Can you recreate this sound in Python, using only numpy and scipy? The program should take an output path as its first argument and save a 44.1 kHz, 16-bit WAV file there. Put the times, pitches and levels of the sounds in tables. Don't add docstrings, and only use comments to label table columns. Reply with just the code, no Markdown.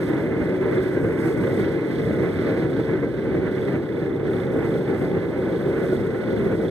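import sys
import numpy as np
from scipy import signal
from scipy.fft import rfft, irfft
from scipy.io import wavfile
from scipy.ndimage import uniform_filter1d, map_coordinates

SR = 44100
rng = np.random.default_rng(int(sys.argv[2]) if len(sys.argv) > 2 else 0)


def file_out(sig):
    cols = np.atleast_2d(sig).T
    lim = np.clip(cols, -1, 1)
    pcm = np.round(lim * 32767).astype(np.int16)
    wavfile.write(sys.argv[1], SR, pcm)


N = 295470
TIME = np.arange(N) / SR
FREQ = np.maximum(np.arange(N // 2 + 1) * SR / N, 1)
SHAFT_HZ = 29.368
THROB_HZ, THROB_CREST_S = 2.555, .07

# t/s, roar level/dB, rush level/dB
FIRE = [(0.0, -21.5, -35.5), (0.06, -26.0, -39), (0.12, -21, -34.5), (0.18, -24, -35.5), (0.26, -24.5, -38),
        (0.46, -23.5, -36), (0.58, -23, -39), (0.7, -21, -34), (0.8, -21, -35.5), (0.9, -24.5, -38.5),
        (0.96, -22.5, -36.5), (1.0, -21.0, -37), (1.22, -24.5, -37), (1.26, -20, -33.5), (1.34, -24.0, -39),
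        (1.42, -22.5, -36), (1.6, -22.5, -36.5), (1.94, -25.5, -39.5), (2.24, -22, -36.5),
        (2.34, -27.0, -38), (2.48, -21.5, -34), (2.74, -24.5, -41), (2.8, -22, -38.5), (2.84, -26.5, -39),
        (2.94, -21, -36.5), (2.98, -25.5, -38), (3.04, -24, -38.5), (3.1, -27, -44), (3.22, -26.5, -40.5),
        (3.37, -20.5, -37.5), (3.41, -24, -42), (3.47, -24.5, -35.5), (3.51, -25, -40.5),
        (3.59, -25, -37.5), (3.63, -25.0, -40.0), (3.75, -22, -36), (3.81, -27, -43), (3.89, -27.5, -43),
        (4.03, -24.0, -40.5), (4.21, -26.0, -42.5), (4.25, -24, -39.5), (4.35, -22, -39.5),
        (4.39, -26.5, -37.5), (4.47, -25.5, -40), (4.59, -20.5, -38), (4.63, -25.5, -35.5),
        (4.67, -22.5, -38.0), (4.85, -26, -41), (4.93, -20.5, -35.5), (4.97, -27, -38.5),
        (5.03, -25, -37.5), (5.11, -23, -41.0), (5.17, -25, -37.0), (5.23, -26.5, -40.5),
        (5.55, -22.5, -38.5), (5.59, -27, -40.5), (5.69, -21, -39), (5.77, -24, -35.5), (5.93, -23, -40.5),
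        (6.27, -27.0, -38.5), (6.31, -21, -38.5), (6.37, -24.5, -39.0), (6.53, -20.5, -36.5),
        (6.57, -25.5, -43), (6.65, -21, -39.5), (6.7, -26.5, -43.0)]


def undb(db):
    return 10 ** (np.asarray(db) / 20)


def unit(x):
    return x / np.sqrt(np.mean(x ** 2))


def curve(table):
    s, *columns = np.transpose(table)
    return [np.interp(TIME, s, c) for c in columns]


def across(points):
    hz, value = np.transpose(points)
    return np.interp(np.log(FREQ), np.log(hz), value)


def walk(rate):
    return unit(irfft(rfft(rng.standard_normal(N)) * np.exp(-(FREQ / rate) ** 2), N))


def swing(hz, crest_s):
    return np.cos(2 * np.pi * hz * (TIME - crest_s))


def ports(shared, diffuse):
    # f/Hz, coherence/0-1
    coherence = [(60, .85), (350, .89), (620, .7), (850, .94), (1450, .94), (1750, .35), (2050, .78),
                 (2550, .92), (3200, .6), (3700, .8), (5000, .72), (8500, .68), (9500, .35), (15000, .28)]
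    # f/Hz, left minus right/dB
    balance = [(30, 1), (70, .4), (200, 1), (380, -.8), (700, 1.8), (1000, -.5), (1400, -5), (2200, -6),
               (2900, -3), (3500, -5), (5000, -3), (8100, -2), (12000, -6), (15000, -7)]
    # f/Hz, left lead/rad
    phase = [(20, 0), (600, .25), (1000, 0), (1520, -.1), (1750, 1), (2000, 1.9), (2400, 3), (3000, 1.9),
             (3500, -.1), (3900, -.6), (5500, -4), (5900, -6.2), (6600, -6.5), (7000, -9.2), (7600, -9.6),
             (8300, -12.4), (8800, -12.9), (15000, -27)]
    alike = np.clip(across(coherence), 0, 1)
    side = np.array([[1], [-1]])
    pair = np.sqrt(1 + alike) * shared + side * np.sqrt(1 - alike) * diffuse
    pair = pair * undb(side * across(balance) / 2)
    pair[0] *= np.exp(1j * across(phase))
    return unit(irfft(pair, N))


def turbulence(puff_db, response):
    eddies = rng.standard_normal((2, N)) * undb(puff_db)
    return ports(*(rfft(eddies) * response))


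def furnace(colour):
    # f/Hz, width/Hz, boost/dB
    drum = [(61.4, 6.5, 6), (86, 3.4, 5.5), (101.8, 9.5, 5), (123.3, 5.5, -1.5), (138, 5.1, 9),
            (156.8, 2.4, 7), (172.6, 10.5, 9.5), (209, 9, 5.5), (245.4, 15.6, 5), (266.6, 4.7, 5),
            (288.6, 6.2, 2.5), (326.8, 6, 7.5), (338.6, 4.1, 6), (373.3, 6.1, 11), (400.3, 8.7, 7.5),
            (449.8, 9.1, 13.5), (470.5, 6.8, 9), (525.2, 6.9, 10), (532.5, 4.9, 13), (581.7, 13.5, 7.5),
            (603, 11, 7.5), (650, 18, 6.5)]
    # f/Hz, width/Hz, boost/dB
    opening = [(700.5, 9.3, 6), (757.7, 5.9, 8), (794.5, 13.4, 7), (857, 10, 5.5), (880, 15, 5.5),
               (947, 7, 7), (1032, 8, 5.5), (1067, 6.1, 4.5), (1119, 10.5, 5), (1221, 16, 5),
               (1311, 13, 6.5), (1340, 8.7, 7), (1457.4, 18.5, 12.5), (1510, 16.9, 8), (1580, 29, 9),
               (1690, 54, 5), (1698, 23, 11.5), (1762, 32, 9.5), (1917, 33, 5), (1960, 19, 8),
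               (1970, 17.6, 12), (2023, 25, 10), (2097, 18, 9.5), (2123, 19, 8.5), (2246, 20, 8.5)]
    # f/Hz, width/Hz, gain/dB
    notches = [(93.7, 11.6, -11.5), (158.3, 4.6, -8.5), (437.5, 10.2, -9)]

    def bell(hz, width):
        return 1 / (1 + (2 * (FREQ - hz) / width) ** 2)
    power = 1 + sum(undb(db) ** 2 * bell(hz, width) for hz, width, db in [*drum, *opening])
    for hz, width, db in notches:
        power = power * (1 - (1 - undb(db) ** 2) * bell(hz, width))
    cepstrum = irfft(np.log(undb(across(colour)) * np.sqrt(power)), N)
    return np.exp(rfft(2 * cepstrum * (np.arange(N) < N // 2)))


def steady(x, span_s):
    size = int(span_s * SR)
    power = np.mean(x ** 2, axis=0)
    return x / np.sqrt(uniform_filter1d(uniform_filter1d(power, size), size))


def waver(x, lag_s=.00014, rate=4):
    place = (TIME + lag_s * walk(rate)) * SR
    return np.array([map_coordinates(side, [place], order=3, mode="grid-wrap") for side in x])


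def swell_bands(x):
    # t/s, length/s, f/Hz, width/Hz, boost/dB
    boosts = [(.3, 1.9, 301, 80, 6), (0.794, 0.25, 372, 30, 9.5), (1.265, 0.11, 360, 70, 6),
              (1.5, 3, 2130, 500, 2.5), (2.6, 3.1, 297, 70, 3.5), (3.1, 1.5, 1548, 50, 7.5),
              (4.8, 1.1, 139, 22, 3.5), (4.85, 1.3, 797, 100, 5.5), (4.34, 0.39, 1440, 50, 4.5),
              (4.9, 3.4, 496, 70, 2), (5.55, 0.43, 1506, 50, 11), (6.35, 1.3, 1455, 50, 4),
              (6.443, 0.44, 200, 60, 3.5), (5.45, 0.66, 1110, 200, 2), (.5, 2, 560, 130, 3),
              (1, 0.74, 1550, 220, 5.5), (2.465, 0.12, 585, 180, 7), (3.416, 0.35, 365, 40, 4.5),
              (6.5, 0.23, 400, 160, 2.5)]
    spectrum = rfft(x)
    for s, length, hz, width, db in boosts:
        band = irfft(spectrum * np.exp(-(2 * (FREQ - hz) / width) ** 2), N)
        x = x + band * (undb(db * np.exp(-(2 * (TIME - s) / length) ** 2)) - 1)
    return x


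def rumble(puffs, puff_db=.67, trim_db=-.26):
    # t/s, level/dB
    envelope = [(0.0, -31), (0.1, -28.0), (0.34, -30), (0.42, -26), (0.56, -31.5), (0.8, -27),
                (0.88, -33.0), (1.04, -25), (1.18, -31.5), (1.26, -26), (1.32, -31.5), (1.42, -24),
                (1.48, -29.5), (1.6, -25), (1.84, -34), (2.04, -25.5), (2.58, -29), (2.66, -26.0),
                (2.72, -28.5), (3.06, -28), (3.12, -32.5), (3.39, -26.5), (3.53, -32), (3.77, -26.5),
                (3.81, -32), (3.95, -32.5), (4.05, -29.5), (4.21, -31.5), (4.27, -28.5), (4.61, -29),
                (4.77, -28.5), (4.83, -30.5), (5.17, -27.5), (5.23, -32.5), (5.65, -29), (5.95, -30.5),
                (5.99, -25.5), (6.19, -33.0), (6.41, -27.5), (6.7, -30.0)]
    # f/Hz, gain/dB
    colour = [(20, -36), (38, -32), (60, -11), (105, 1), (220, -2), (310, -18.5), (500, -30.5), (3000, -89)]
    lows = steady(turbulence(puff_db * puffs, furnace(colour)), span_s=.11)
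    return swell_bands(lows * undb(curve(envelope)[0] + trim_db + accents() / 2))


def roar(puffs, puff_db=.67, trim_db=.5):
    # f/Hz, gain/dB
    colour = [(20, -53.5), (120, -25), (220, -9), (310, -1.4), (400, -0.96), (500, -8.5), (600, -14.5),
              (700, -21.5), (950, -29), (1500, -47), (3000, -63)]
    level_db, _ = curve(FIRE)
    body = swell_bands(waver(turbulence(puff_db * puffs, furnace(colour))))
    return steady(body, span_s=.087) * undb(level_db + trim_db + accents())


def rush(puffs, puff_db=1.5, trim_db=1.41):
    # f/Hz, gain/dB
    colour = [(300, -12), (700, -1.5), (950, 0.5), (1300, -1), (1550, -3), (1850, -4.5), (2100, -3.5),
              (2500, -7.5), (2900, -12.5), (3600, -21.5), (5000, -32), (12000, -36.5)]
    _, level_db = curve(FIRE)
    breath = swell_bands(turbulence(rush_puff := puff_db * puffs, furnace(colour)))
    return steady(breath, span_s=.17) * undb(level_db + trim_db + accents() / 2)


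def gas_hiss(sizzle_trim_db=7, hiss_trim_db=5, flutter_db=1.5, grain_db=1.0):
    # t/s, sizzle level/dB, hiss level/dB
    flow = [(0.0, -61, -59.5), (0.34, -67.5, -67), (0.84, -61, -63), (1.16, -68, -63.5), (1.24, -67, -56.0),
            (1.32, -64, -59.0), (1.62, -59, -59.5), (1.82, -60.5, -67.5), (1.92, -57.5, -62.5),
            (2.08, -61.5, -63.0), (2.62, -58, -63.5), (2.68, -62, -68.0), (2.78, -61, -65),
            (3.02, -64.5, -69), (3.49, -62.5, -68.5), (3.71, -61.5, -64), (3.79, -64, -69.5),
            (4.01, -66.5, -68.5), (4.23, -66.5, -72), (4.27, -61, -64.5), (4.57, -68, -65),
            (4.73, -61, -62.5), (4.83, -62.5, -65.5), (5.03, -63, -62), (5.13, -65, -67.5),
            (5.79, -62, -63), (5.87, -62.5, -60.5), (6.15, -62, -67.0), (6.43, -62.5, -64.0),
            (6.7, -62.5, -64)]
    # f/Hz, gain/dB
    sizzle_colour = [(2000, -24), (3200, 6.5), (4100, 3), (5000, -5.5), (5800, -9.5), (7500, -26),
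                     (12000, -31)]
    # f/Hz, gain/dB
    hiss_colour = [(2000, -35), (5000, 4), (6100, -2.5), (7300, 1.5), (8500, 2.5), (10000, -2), (12200, -3),
                   (13200, -5), (14700, -7), (16000, -21)]
    throb = swing(THROB_HZ, THROB_CREST_S)
    sizzle_db, hiss_db = curve(flow)
    sizzle_db += sizzle_trim_db + 1.35 * throb + .9 * swing(SHAFT_HZ, crest_s=.017)
    hiss_db += hiss_trim_db + .5 * throb
    gas = 0
    for colour, db in (sizzle_colour, sizzle_db), (hiss_colour, hiss_db):
        eddies_db = flutter_db * walk(rate=45) + grain_db * walk(rate=1500)
        gas = gas + turbulence(eddies_db, undb(across(colour))) * undb(db)
    return gas


def rattle(trim_db=-7, throb_db=.6, housing_hz=3480, half_width_hz=380):
    # f/Hz, t60/s, level/dB
    modes = [(3250, .005, -9), (3470, .017, 0), (3490, .05, -15), (3760, .005, -10)]
    # t/s, level/dB
    envelope = [(0.0, -49), (0.32, -54), (0.4, -54), (0.56, -54.5), (0.78, -46.5), (0.9, -56),
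                (1.14, -57.5), (1.58, -48.5), (1.88, -56), (2.0, -46.5), (2.16, -51.5), (2.46, -48.0),
                (2.6, -65), (2.72, -49), (2.88, -50.5), (3.0, -56.5), (3.37, -53), (3.43, -58.5),
                (3.49, -52.5), (3.65, -49), (3.77, -60), (3.91, -50.5), (4.21, -54.0), (4.41, -46.5),
                (4.51, -54), (4.73, -49.5), (4.91, -52.5), (5.17, -52.5), (5.33, -57.5), (5.59, -49),
                (5.75, -57), (5.87, -50), (6.13, -55), (6.35, -47), (6.57, -56), (6.7, -45)]
    first_s, skip_at_s, skip_s, jitter_s = .0316, 1.42, .0109, .0003
    bounce_s, bounce_db, scatter_db = .008, -11.5, 1.4
    turns = np.arange(int(N / SR * SHAFT_HZ))
    force, gap, late = rng.standard_normal((3, len(turns), 3))
    hit = np.arange(3)
    s = first_s + turns[:, None] / SHAFT_HZ
    s = s + skip_s * (s > skip_at_s)
    s = s + jitter_s * late + hit * bounce_s * (1 + np.tanh(gap) / 2)
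    size = undb(scatter_db * force + bounce_db * np.sqrt(hit))
    blows = np.bincount((s * SR).astype(int).ravel() % N, size.ravel(), N)
    ring = sum(undb(db - 60 * TIME / t60) * np.sin(2 * np.pi * hz * TIME) for hz, t60, db in modes)
    housing = 1 / (1 + ((FREQ - housing_hz) / half_width_hz) ** 4)
    strike_db = curve(envelope)[0] + trim_db + throb_db * swing(THROB_HZ, THROB_CREST_S)
    return ports(rfft(blows) * rfft(ring) * housing, diffuse=0) * undb(strike_db)


def accents():
    # t/s, length/s, roar boost/dB
    bumps = [(1.6, 0.035, 2), (1.77, 0.012, 2.5), (2.236, 0.011, 6), (2.66, 0.012, 4), (2.799, 0.014, 4),
             (3.038, 0.02, 4), (4.755, .022, 5), (5.021, 0.022, 5), (5.175, 0.026, 4.5), (5.842, 0.019, 7),
             (5.93, .008, 8)]
    return sum(db * np.exp(-(2 * (TIME - s) / length) ** 2) for s, length, db in bumps)


def scene():
    puffs = walk(rate=55)
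    return rumble(puffs) + roar(puffs) + rush(puffs) + gas_hiss() + rattle()


def record(dry, top_hz=15400, fade_s=.004):
    fade = np.minimum(np.minimum(TIME, TIME[::-1]) / fade_s, 1)
    return signal.sosfilt(signal.ellip(10, .2, 80, top_hz, fs=SR, output="sos"), dry * fade)


dry = scene()
out = record(dry)
file_out(out)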